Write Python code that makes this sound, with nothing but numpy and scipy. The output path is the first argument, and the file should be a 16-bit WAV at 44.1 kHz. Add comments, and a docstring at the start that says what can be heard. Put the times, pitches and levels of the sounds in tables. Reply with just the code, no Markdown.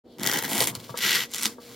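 """Over mains hum and room noise, a serrated knife settles on a foam noodle lying on a cork mat: a thin hiss.
A long push bites in: random cell pops, grouped by catching teeth, crackle, sound the tube and shake the mat.
Thicker walls snap on top as cracks with a crumble; pops and snaps all ring and spread in blade and tube.
Between strokes the blade rubs as filtered grain, and decaying modes make table knocks and soft bumps.
A long, finer pull and a short push follow, with a ringing tube, while the hum swells towards the end."""
import sys
import numpy as np
from scipy import signal
from scipy.fft import rfft, irfft
from scipy.io import wavfile
from scipy.ndimage import uniform_filter1d

SR = 44100
rng = np.random.default_rng(int(sys.argv[2]) if len(sys.argv) > 2 else 0)


def int16_out(signal):
    """Quantize to a 16-bit WAV file."""
    q = np.round(np.clip(np.atleast_2d(signal).T, -1, 1) * 32767)
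    wavfile.write(sys.argv[1], SR, q.astype(np.int16))


N = 77175


def undb(db):
    """Decibels to gain."""
    return 10 ** (np.asarray(db) / 20)


def unit(x):
    """Scale to rms 1."""
    return x / np.sqrt(np.mean(x ** 2))


def times():
    """Time of every sample [s]."""
    return np.arange(N) / SR


def follow(points, **ends):
    """Gain that follows (time [s], level [dB]) points; ends set the level outside them."""
    at, db = np.array(points).T
    return undb(np.interp(times(), at, db, **ends))


def freqs():
    """Frequencies on which filters are drawn [Hz]."""
    return np.maximum(np.arange(N + 1) * SR / (2 * N), 1)


def through(x, response):
    """Filter by a frequency response, padded so the end does not wrap round."""
    return irfft(rfft(x, 2 * N) * response)[:N]


def shape(points):
    """Join (frequency [Hz], level [dB]) points on a log frequency axis."""
    hz, db = np.array(points, float).T
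    return np.interp(np.log(freqs()), np.log(np.maximum(hz, 1)), db)


def colour(x, points):
    """Causal filter through (frequency [Hz], level [dB]) points."""
    # folding the cepstrum forwards gives minimum phase: no sound before its cause
    cepstrum = irfft(np.log(undb(shape(points))))
    cepstrum[1:N] *= 2
    cepstrum[N + 1:] = 0
    return through(x, np.exp(rfft(cepstrum)))


def band(x, lo_hz, hi_hz):
    """Steep band-pass."""
    edges = [lo_hz, min(hi_hz, SR / 2 - 100)]
    return signal.sosfilt(signal.butter(N=3, Wn=edges, btype="band", fs=SR, output="sos"), x)


def walk(rate):
    """Slow random drift with spread near 1, through `rate` new points a second."""
    return np.interp(times() * rate, np.arange(N), rng.standard_normal(N))


def burst(decay_s):
    """Dying noise of unit energy."""
    x = rng.standard_normal(N) * np.exp(-times() / decay_s)
    return x / np.linalg.norm(x)


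def tearing(cells_per_s, scatter_db, teeth_hz, release_s, slip):
    """Cells pop at random, hardest just after a tooth catches; slip is the share left between catches."""
    t = times()
    gaps = rng.gamma(3, 1 / 3, size=2000) / teeth_hz
    catches = np.r_[0, np.cumsum(gaps)]
    tooth = np.searchsorted(catches, t, side="right") - 1
    catch_gain = undb(rng.standard_normal(len(catches)))
    grip = slip + catch_gain[tooth] * np.exp(-(t - catches[tooth]) / release_s)
    popping = rng.random(N) < cells_per_s / SR
    sizes = undb(scatter_db * np.clip(rng.standard_normal(N), -2, 2))
    pops = popping * rng.choice([-1, 1], N) * sizes * grip
    # even out the loudness over 25 ms, keeping the grain of the teeth
    return pops / np.sqrt(uniform_filter1d(pops ** 2, int(0.025 * SR)) + 1e-12)


def strikes(events, modes, scatter_db):
    """Each blow rings decaying modes, slightly scattered, with its own weight on the lowest."""
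    out = np.zeros(N)
    for at, db, low_db in events:
        age = np.maximum(times() - at, 0)
        luck = rng.standard_normal((len(modes), 2))
        for k, ((hz, mode_db, t60), (level_luck, pitch_luck)) in enumerate(zip(modes, luck)):
            gain = undb(db + mode_db + low_db * (k == 0) + scatter_db * level_luck)
            tone = np.sin(2 * np.pi * hz * (1 + 0.014 * pitch_luck) * age)
            out += (-1) ** k * gain * tone * np.exp(-np.log(1000) * age / t60)
    return out


def scuffs(events, decay_s):
    """A short rush of noise at each event (time [s], level [dB], ...)."""
    t = times()
    rushes = sum(undb(db) * (t >= at) * np.exp(-np.abs(t - at) / decay_s) for at, db, *_ in events)
    return rng.standard_normal(N) * rushes


# tone of the room noise: (frequency [Hz], relative level [dB])
ROOM_TONE = [(30,-1),(70,3.5),(120,-4),(280,7.5),(480,5),(700,-2),(1100,-15.5),(2000,-26),(16000,-45)]
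ROOM_DB = -52.5


def air():
    """Low room noise: steady noise filtered towards the bass."""
    return unit(colour(rng.standard_normal(N), ROOM_TONE)) * undb(ROOM_DB)


# hum partials: (frequency [Hz], level before swell and waver [dB], share of the swell [0-1])
HUM_PARTIALS = [(120.3,-68.5,0.15),(240,-54.5,0.12),(475.6,-56,0.88)]
# swell of the hum: (time [s], level change before each partial's share [dB])
HUM_RISE = [(0,-9.5),(1.55,-2.5),(1.72,5)]
HUM_WAVER_DB, HUM_WANDER_RAD = 2, 0.67


def hum():
    """Soft mains hum: sines wavering in level and phase, rising to a swell near the end."""
    t = times()
    swell_db = np.interp(t, *np.array(HUM_RISE).T)
    out = np.zeros(N)
    for hz, db, share in HUM_PARTIALS:
        gain = undb(db + share * swell_db + HUM_WAVER_DB * walk(13.97))
        phase = 2 * np.pi * hz * t + HUM_WANDER_RAD * walk(23.86)
        out += np.sqrt(2) * gain * np.sin(phase)  # root 2: the levels are rms
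    return out


# light rubbing of the blade in the slit: (time [s], level [dB])
RUB_LEVEL = [(0.04,-84),(0.12,-67),(0.18,-67),(0.72,-70),(0.757,-39),(0.785,-55),(0.801,-44.5),(0.82,-53.5),(0.845,-45.5),(0.88,-53),(0.9,-45),(0.93,-54),(1.28,-75),(1.48,-42),(1.56,-63),(1.59,-64),(1.617,-51),(1.75,-48.5)]
# its tone: (frequency [Hz], relative level [dB])
RUB_TONE = [(900,-7.5),(1200,-8),(1600,-2),(2500,-3),(4200,0.5),(6000,-3.5),(9000,-9),(16000,-8.5)]


def rubbing():
    """Fine grain of the blade sliding without cutting: dense pops, little gripped by the teeth."""
    grain = tearing(cells_per_s=9900, scatter_db=5.0, teeth_hz=270, release_s=0.0054, slip=0.86)
    return unit(band(colour(grain, RUB_TONE), 820, SR / 2)) * follow(RUB_LEVEL)


# hiss of the blade settling on the foam skin: (time [s], level [dB])
SETTLE_LEVEL = [(0.05,-79),(0.086,-69.5),(0.135,-62),(0.18,-69)]
SETTLE_LO_HZ, SETTLE_HI_HZ = 2920, 4760


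def settling():
    """Blade settling on the foam skin: a thin band of noise."""
    hiss = unit(band(rng.standard_normal(N), SETTLE_LO_HZ, SETTLE_HI_HZ))
    return hiss * follow(SETTLE_LEVEL, right=-120)


# low rumble of the noodle shifting on the mat: (time [s], level [dB])
SHIFT_LEVEL = [(0.16, -69), (0.223, -39.5), (0.566, -48), (0.606, -34), (0.802, -48), (0.876, -53),
               (0.908, -48.5), (1.036, -49), (1.066, -53), (1.106, -51.5), (1.236, -49.5), (1.31, -62),
               (1.354, -49.5), (1.416, -70), (1.462, -45.5), (1.612, -82), (1.704, -48.5), (1.75, -54)]
# its tone: (frequency [Hz], relative level [dB])
SHIFT_TONE = [(30,-17),(60,-32),(85,-8),(118,4),(150,-8),(200,-4.5),(300,-11),(1100,-16),(1600,-36),(16000,-83)]


def shifting():
    """The noodle rocks and drags on the cork: bass-heavy noise that comes and goes."""
    return unit(colour(rng.standard_normal(N), SHIFT_TONE)) * follow(SHIFT_LEVEL, left=-120)


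def stroke(curve, tone, pops, crackle_db, body_db, rumble_db):
    """One pass of the blade: the same pops crackle, sound the tube and shake the mat."""
    at, *levels = np.array(curve).T
    trims = (crackle_db, body_db, rumble_db)
    bands = [(1200, 17000), (300, 1200), (125, 300)]  # crackle, body, rumble [Hz]
    t, sound = times(), colour(pops, tone)
    gate = np.clip(np.minimum(t - at[0], at[-1] - t) / 0.004 + 1, 0, 1)  # 4 ms ramps
    out = np.zeros(N)
    for edges, db, trim in zip(bands, levels, trims):
        out += unit(band(sound, *edges)) * undb(np.interp(t, at, db) + trim)
    return gate * out


# passes of the blade: (time [s], crackle, tube body and low rumble levels before trim [dB])
BITE_LEVELS = [(0.17, -79, -61, -52), (0.196, -43.5, -47, -37.5), (0.268, -27.5, -34, -42),
               (0.298, -25.5, -34.5, -32), (0.31, -34, -44, -50), (0.332, -26, -35, -46),
               (0.352, -26, -33, -31), (0.392, -28, -36, -44), (0.408, -38, -49.5, -55),
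               (0.452, -29.5, -35.5, -36.5), (0.48, -39, -56, -39)]
PUSH_LEVELS = [(0.48, -37, -42, -48), (0.497, -32, -40, -37.5), (0.522, -28.5, -34, -27.5),
               (0.592, -27.5, -35, -34.5), (0.622, -22, -27, -32.5), (0.666, -38.5, -51.5, -52),
               (0.67, -27, -46, -38), (0.692, -30.5, -33.5, -34), (0.714, -44, -67, -45),
               (0.73, -70, -49, -46)]
PULL_LEVELS = [(0.953, -43, -51, -64), (0.968, -45.5, -47, -63), (0.973, -31.5, -43, -56),
               (0.994, -35.5, -50, -63), (1.03, -23, -42, -46), (1.046, -22, -35, -35),
               (1.142, -22.5, -39, -47), (1.15, -19, -33.5, -41.5), (1.172, -24, -39, -35),
               (1.238, -30.5, -44.5, -68), (1.282, -61, -76, -64), (1.29, -59, -70, -66)]
SHORT_LEVELS = [(1.29, -59.5, -66, -62), (1.344, -37, -55, -55), (1.418, -36.5, -46, -46),
                (1.452, -29, -41, -45), (1.466, -31.5, -44, -40), (1.49, -50, -46, -45),
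                (1.542, -59, -61, -52), (1.56, -80, -66, -69)]
# tone of each pass: (frequency [Hz], relative level [dB])
BITE_TONE = [(50, -32), (103, -11), (277, -5.5), (428, -3.5), (495, -3.5), (842, -3), (1120, -13),
             (1910, -2), (2440, -16.5), (3180, -7), (4450, -16), (5950, -12), (8750, -20), (14200, -16.5),
             (16000, -16)]
PUSH_TONE = [(50, -53), (85, -8), (114, -9), (246, -8), (495, -2.5), (863, 0), (1240, -12.5), (1960, -4),
             (2620, -7.5), (3180, -3.5), (4140, -8.5), (5810, -9), (7210, -9.5), (11700, -8.5),
             (16000, -12)]
PULL_TONE = [(50, -53), (68, -13), (128, -11), (234, -8.5), (264, -19), (418, -9), (678, -17),
             (1270, -11.5), (1910, -0.5), (2320, -7), (2810, -2), (5810, -8), (9640, -19), (12300, -12.5),
             (16000, -22)]
SHORT_TONE = [(50, -15), (175, -18), (223, -5.5), (264, -11), (306, -5.5), (507, -11), (1360, -6),
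              (1740, -9), (2010, -4.5), (2440, -6.5), (6550, -4), (16000, -17.5)]
# resonances of blade and tube: (frequency [Hz], width [Hz], level against the direct sound [dB])
BLADE_TUBE_RINGS = [(211,93,-2.5),(805,107,-2.5),(1930,78,-11.5)]
SPREAD_S = 0.001034  # travel time of a 1 kHz bending wave; higher ones arrive sooner


def cutting():
    """Coarse tearing on the pushes, a finer rasp on the pull, all ringing and spreading in blade and tube."""
    bite = tearing(cells_per_s=3200, scatter_db=2.5, teeth_hz=149.4, release_s=0.0033, slip=0.16)
    push = tearing(cells_per_s=3800, scatter_db=3.0, teeth_hz=170.25, release_s=0.0019, slip=0.28)
    pull = tearing(cells_per_s=11000, scatter_db=3.5, teeth_hz=325.9, release_s=0.00091, slip=0.37)
    short = tearing(cells_per_s=6000, scatter_db=1.5, teeth_hz=210.8, release_s=0.0011, slip=0.22)
    x = stroke(BITE_LEVELS, BITE_TONE, bite, crackle_db=-1.5, body_db=1.0, rumble_db=-3.5)
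    x += stroke(PUSH_LEVELS, PUSH_TONE, push, crackle_db=-1.0, body_db=1.0, rumble_db=-9.0)
    x += stroke(PULL_LEVELS, PULL_TONE, pull, crackle_db=-1.5, body_db=-1.5, rumble_db=-6.5)
    x += stroke(SHORT_LEVELS, SHORT_TONE, short, crackle_db=2, body_db=-3.5, rumble_db=-7)
    f = freqs()
    ring = 1
    for hz, width, db in BLADE_TUBE_RINGS:
        ring = ring + undb(db) / (1 + 1j * (f / hz - hz / f) * hz / width)
    bend = np.exp(-4j * np.pi * SPREAD_S * np.sqrt(1000 * f))
    return through(x + snaps(), ring * bend)


# thick cell walls snapping: (time before lag [s], crack level before trim and tone [dB],
# crumble energy against the initial click [dB], low edge [Hz]: thin walls have no bass)
WALL_SNAPS = [(0.1835, -28.5, -8, 300), (0.1959, -23, -2, 300), (0.2321, -12, 6.5, 200),
              (0.2424, -11, -13, 300), (0.2623, -5, 2.5, 400), (0.272, 0.5, -10, 500), (0.3135, -8, 5, 300),
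              (0.334, -5, -5, 300), (0.3869, -6.5, -5, 400), (0.4241, -10.5, -8, 297),
              (0.4351, -15, -2, 300), (0.449, -10.5, -4, 300), (0.5033, -11, -16, 1500),
              (0.5314, -16, -14, 300), (0.5665, -29, 2, 300), (0.5792, -4, -15, 1400),
              (0.6041, 1.5, -1.5, 200), (0.6198, -11.5, 5, 300), (0.63, -11, 6, 300), (0.6413, -8, 3, 200),
              (0.657, -17.5, 7, 1200), (0.6717, -3, 1, 300), (0.7507, -17, 7, 400),
              (0.9737, -7, -8.5, 4500), (0.9806, -9.5, -10, 3000), (0.9877, -7.5, -5, 2500),
              (1.1075, -6, -7, 1200), (1.1294, -11, -7, 1200), (1.157, -12, 0, 1200),
              (1.1786, -15, -12, 1500), (1.205, -19, 4, 1200), (1.2568, -24, -6, 2000),
              (1.3146, -25, -0.5, 2500), (1.336, -13, 2.5, 2000), (1.3447, -7, -10, 2500),
              (1.3573, -13, 1, 2500), (1.383, -10.5, -8, 3500), (1.4, -19, -3, 2500),
              (1.4238, -10, 0, 3000), (1.4318, -2.5, -5, 1400), (1.4546, -1, -1.5, 120),
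              (1.4649, -6, -2, 3500)]
# their tone: (frequency [Hz], relative level [dB])
SNAP_TONE = [(60,-8),(200,-1),(800,4.5),(1300,-3),(3000,4.5),(6500,5),(9000,-2),(12000,2.5),(16000,-10)]
SNAP_DB, SNAP_LAG_S, SNAP_DECAY_S, CRUMBLE_S = 0.5, 0.0008, 0.00016, 0.0011
SNAP_RAGGED = 0.51  # how far each crack departs from a clean impulse


def snaps():
    """Each thick wall breaks with a sharp crack and a short crumble of noise."""
    out = np.zeros(N)
    for at, db, crumble_db, low_hz in WALL_SNAPS:
        i = int((at + SNAP_LAG_S) * SR)
        tail = SNAP_RAGGED * burst(SNAP_DECAY_S) + undb(crumble_db) * burst(CRUMBLE_S)
        snap = np.r_[1, tail][:N - i]
        b, a = signal.butter(1, low_hz, "high", fs=SR)
        out[i:] += undb(db + SNAP_DB) * signal.lfilter(b, a, snap)
    return colour(out, SNAP_TONE)


# weight of the hand shaking the table: (time [s], level [dB])
HAND_THUDS = [(0.34,-44),(0.57,-44),(0.615,-39),(0.67,-47),(1.462,-58)]
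THUD_LO_HZ, THUD_HI_HZ, THUD_S = 49.7, 129, 0.011
# soft bumps of the noodle on the mat: (time [s], level [dB], weight of the lowest mode [dB])
MAT_BUMPS = [(0.772,-34,1),(0.9,-30,0.0057),(1.05,-33,0)]
# their modes: (frequency [Hz], relative level [dB], decay time t60 [s])
MAT_MODES = [(116,0,0.079),(152,2.5,0.028),(233,-19,0.02)]
# jolt that sets the whole tube ringing: (time [s], level [dB], weight of the lowest mode [dB])
TUBE_JOLT = [(1.458, -29.5, 0)]
# modes of the tube: (frequency [Hz], relative level [dB], decay time t60 [s])
TUBE_RINGS = [(215.4, -2, 0.16), (286, -7.5, 0.18), (462, -9.5, 0.27)]


def handling():
    """Deep thuds of band-passed noise, then soft modal bumps and the ring of the jolted tube."""
    thuds = band(scuffs(HAND_THUDS, THUD_S), THUD_LO_HZ, THUD_HI_HZ)
    thuds *= np.sqrt(SR / 2 / (THUD_HI_HZ - THUD_LO_HZ))  # make up the power lost outside the band
    bumps = strikes(MAT_BUMPS, MAT_MODES, scatter_db=3.0)
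    return thuds + bumps + strikes(TUBE_JOLT, TUBE_RINGS, scatter_db=0.5)


# knocks on the table: (time [s], level before trim [dB], weight of the lowest mode [dB])
TABLE_KNOCKS = [(0.726, -35, 3), (0.752, -28, 0.5), (0.892, -24.5, -7), (0.941, -21.5, 0),
                (1.455, -28.5, -3), (1.582, -32.5, 2.5)]
# modes of the table: (frequency [Hz], relative level [dB], decay time t60 [s])
TABLE_MODES = [(484,6,0.034),(656.5,-0.5,0.081),(810,-18,0.02),(930,-0.5,0.058),(1155,-5.5,0.13),(1318,-9,0.096),(1640,-5.5,0.093)]
KNOCK_DB, KNOCK_LO_HZ, KNOCK_HI_HZ = -12, 338, 1420
KNOCK_SCUFF_DB, KNOCK_SCUFF_S = 7, 0.0052


def knocks():
    """Knocks ring the modes of the table, each with a scuff of contact noise."""
    blows = strikes(TABLE_KNOCKS, TABLE_MODES, scatter_db=1.0)
    blows += undb(KNOCK_SCUFF_DB) * scuffs(TABLE_KNOCKS, KNOCK_SCUFF_S)
    return undb(KNOCK_DB) * band(blows, KNOCK_LO_HZ, KNOCK_HI_HZ)


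# side level of the cut, narrower once the blade is buried: (time [s], relative level [dB])
CUT_SPREAD = [(0.72, 2), (0.97, -5)]
# stereo width: (frequency [Hz], side gain before trim [dB])
SIDE_TONE = [(60,-17),(120,-14),(330,-19.5),(700,-13),(1350,-7),(2300,-10),(3500,-24.5),(5200,-8.5),(8000,-8),(12000,-7),(15500,-0.5)]
# stereo lean: (frequency [Hz], left minus right [dB])
LEFT_LEAN = [(300,0),(700,0),(1300,3),(2300,1),(4400,0.8),(9000,.5)]
ROOM_T60_S, ECHO_DB, EARLY_S, EARLY_DB = 0.2, -17, 0.0059, -9.5
WIDTH_DB, KNOCK_WIDTH_DB = 2, 2.5  # the table top radiates from all around
SCATTERED = 0.57  # side share of cells popping along the cut


def scene():
    """Direct sound and table reflections, spread over two channels, with a short room tail."""
    tail_s = ROOM_T60_S / np.log(1000)
    cut = cutting()
    near = cut + rubbing() + shifting() + knocks() + settling() + handling()
    echoes = undb(EARLY_DB) * burst(EARLY_S) + undb(ECHO_DB) * burst(tail_s)
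    mid = near + signal.fftconvolve(near, echoes)[:N] + hum() + air()
    # reflections and cells along the cut reach the two microphones differently
    side_echoes = 0.5 * burst(EARLY_S) + 0.35 * burst(tail_s)
    stray = signal.fftconvolve(near, side_echoes)[:N]
    sources = (0.3 * cut + SCATTERED * cutting()) * follow(CUT_SPREAD)
    sources += undb(KNOCK_WIDTH_DB) * knocks()
    stray += through(sources, 1j)  # quarter-turn of phase
    stray += 0.6 * rubbing() + 2 * settling() + 0.76 * shifting() + air()
    side = through(stray, undb(shape(SIDE_TONE) + WIDTH_DB))
    lean_db = shape(LEFT_LEAN) / 2
    left = through(mid + side, undb(lean_db))
    right = through(mid - side, undb(-lean_db))
    return np.array([left, right])


START_S, LOW_CUT_HZ, TOP_HZ = 0.038, 82, 15850


def record(dry):
    """The sound fades in quickly; the recorder thins the deep bass and cuts the top."""
    faded = dry * np.clip((times() - START_S) / 0.018, 0, 1)
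    thinned = signal.sosfilt(signal.butter(2, LOW_CUT_HZ, "high", fs=SR, output="sos"), faded)
    return signal.sosfilt(signal.ellip(10, 0.2, 80, TOP_HZ, fs=SR, output="sos"), thinned)


dry = scene()
out = record(dry)
int16_out(out)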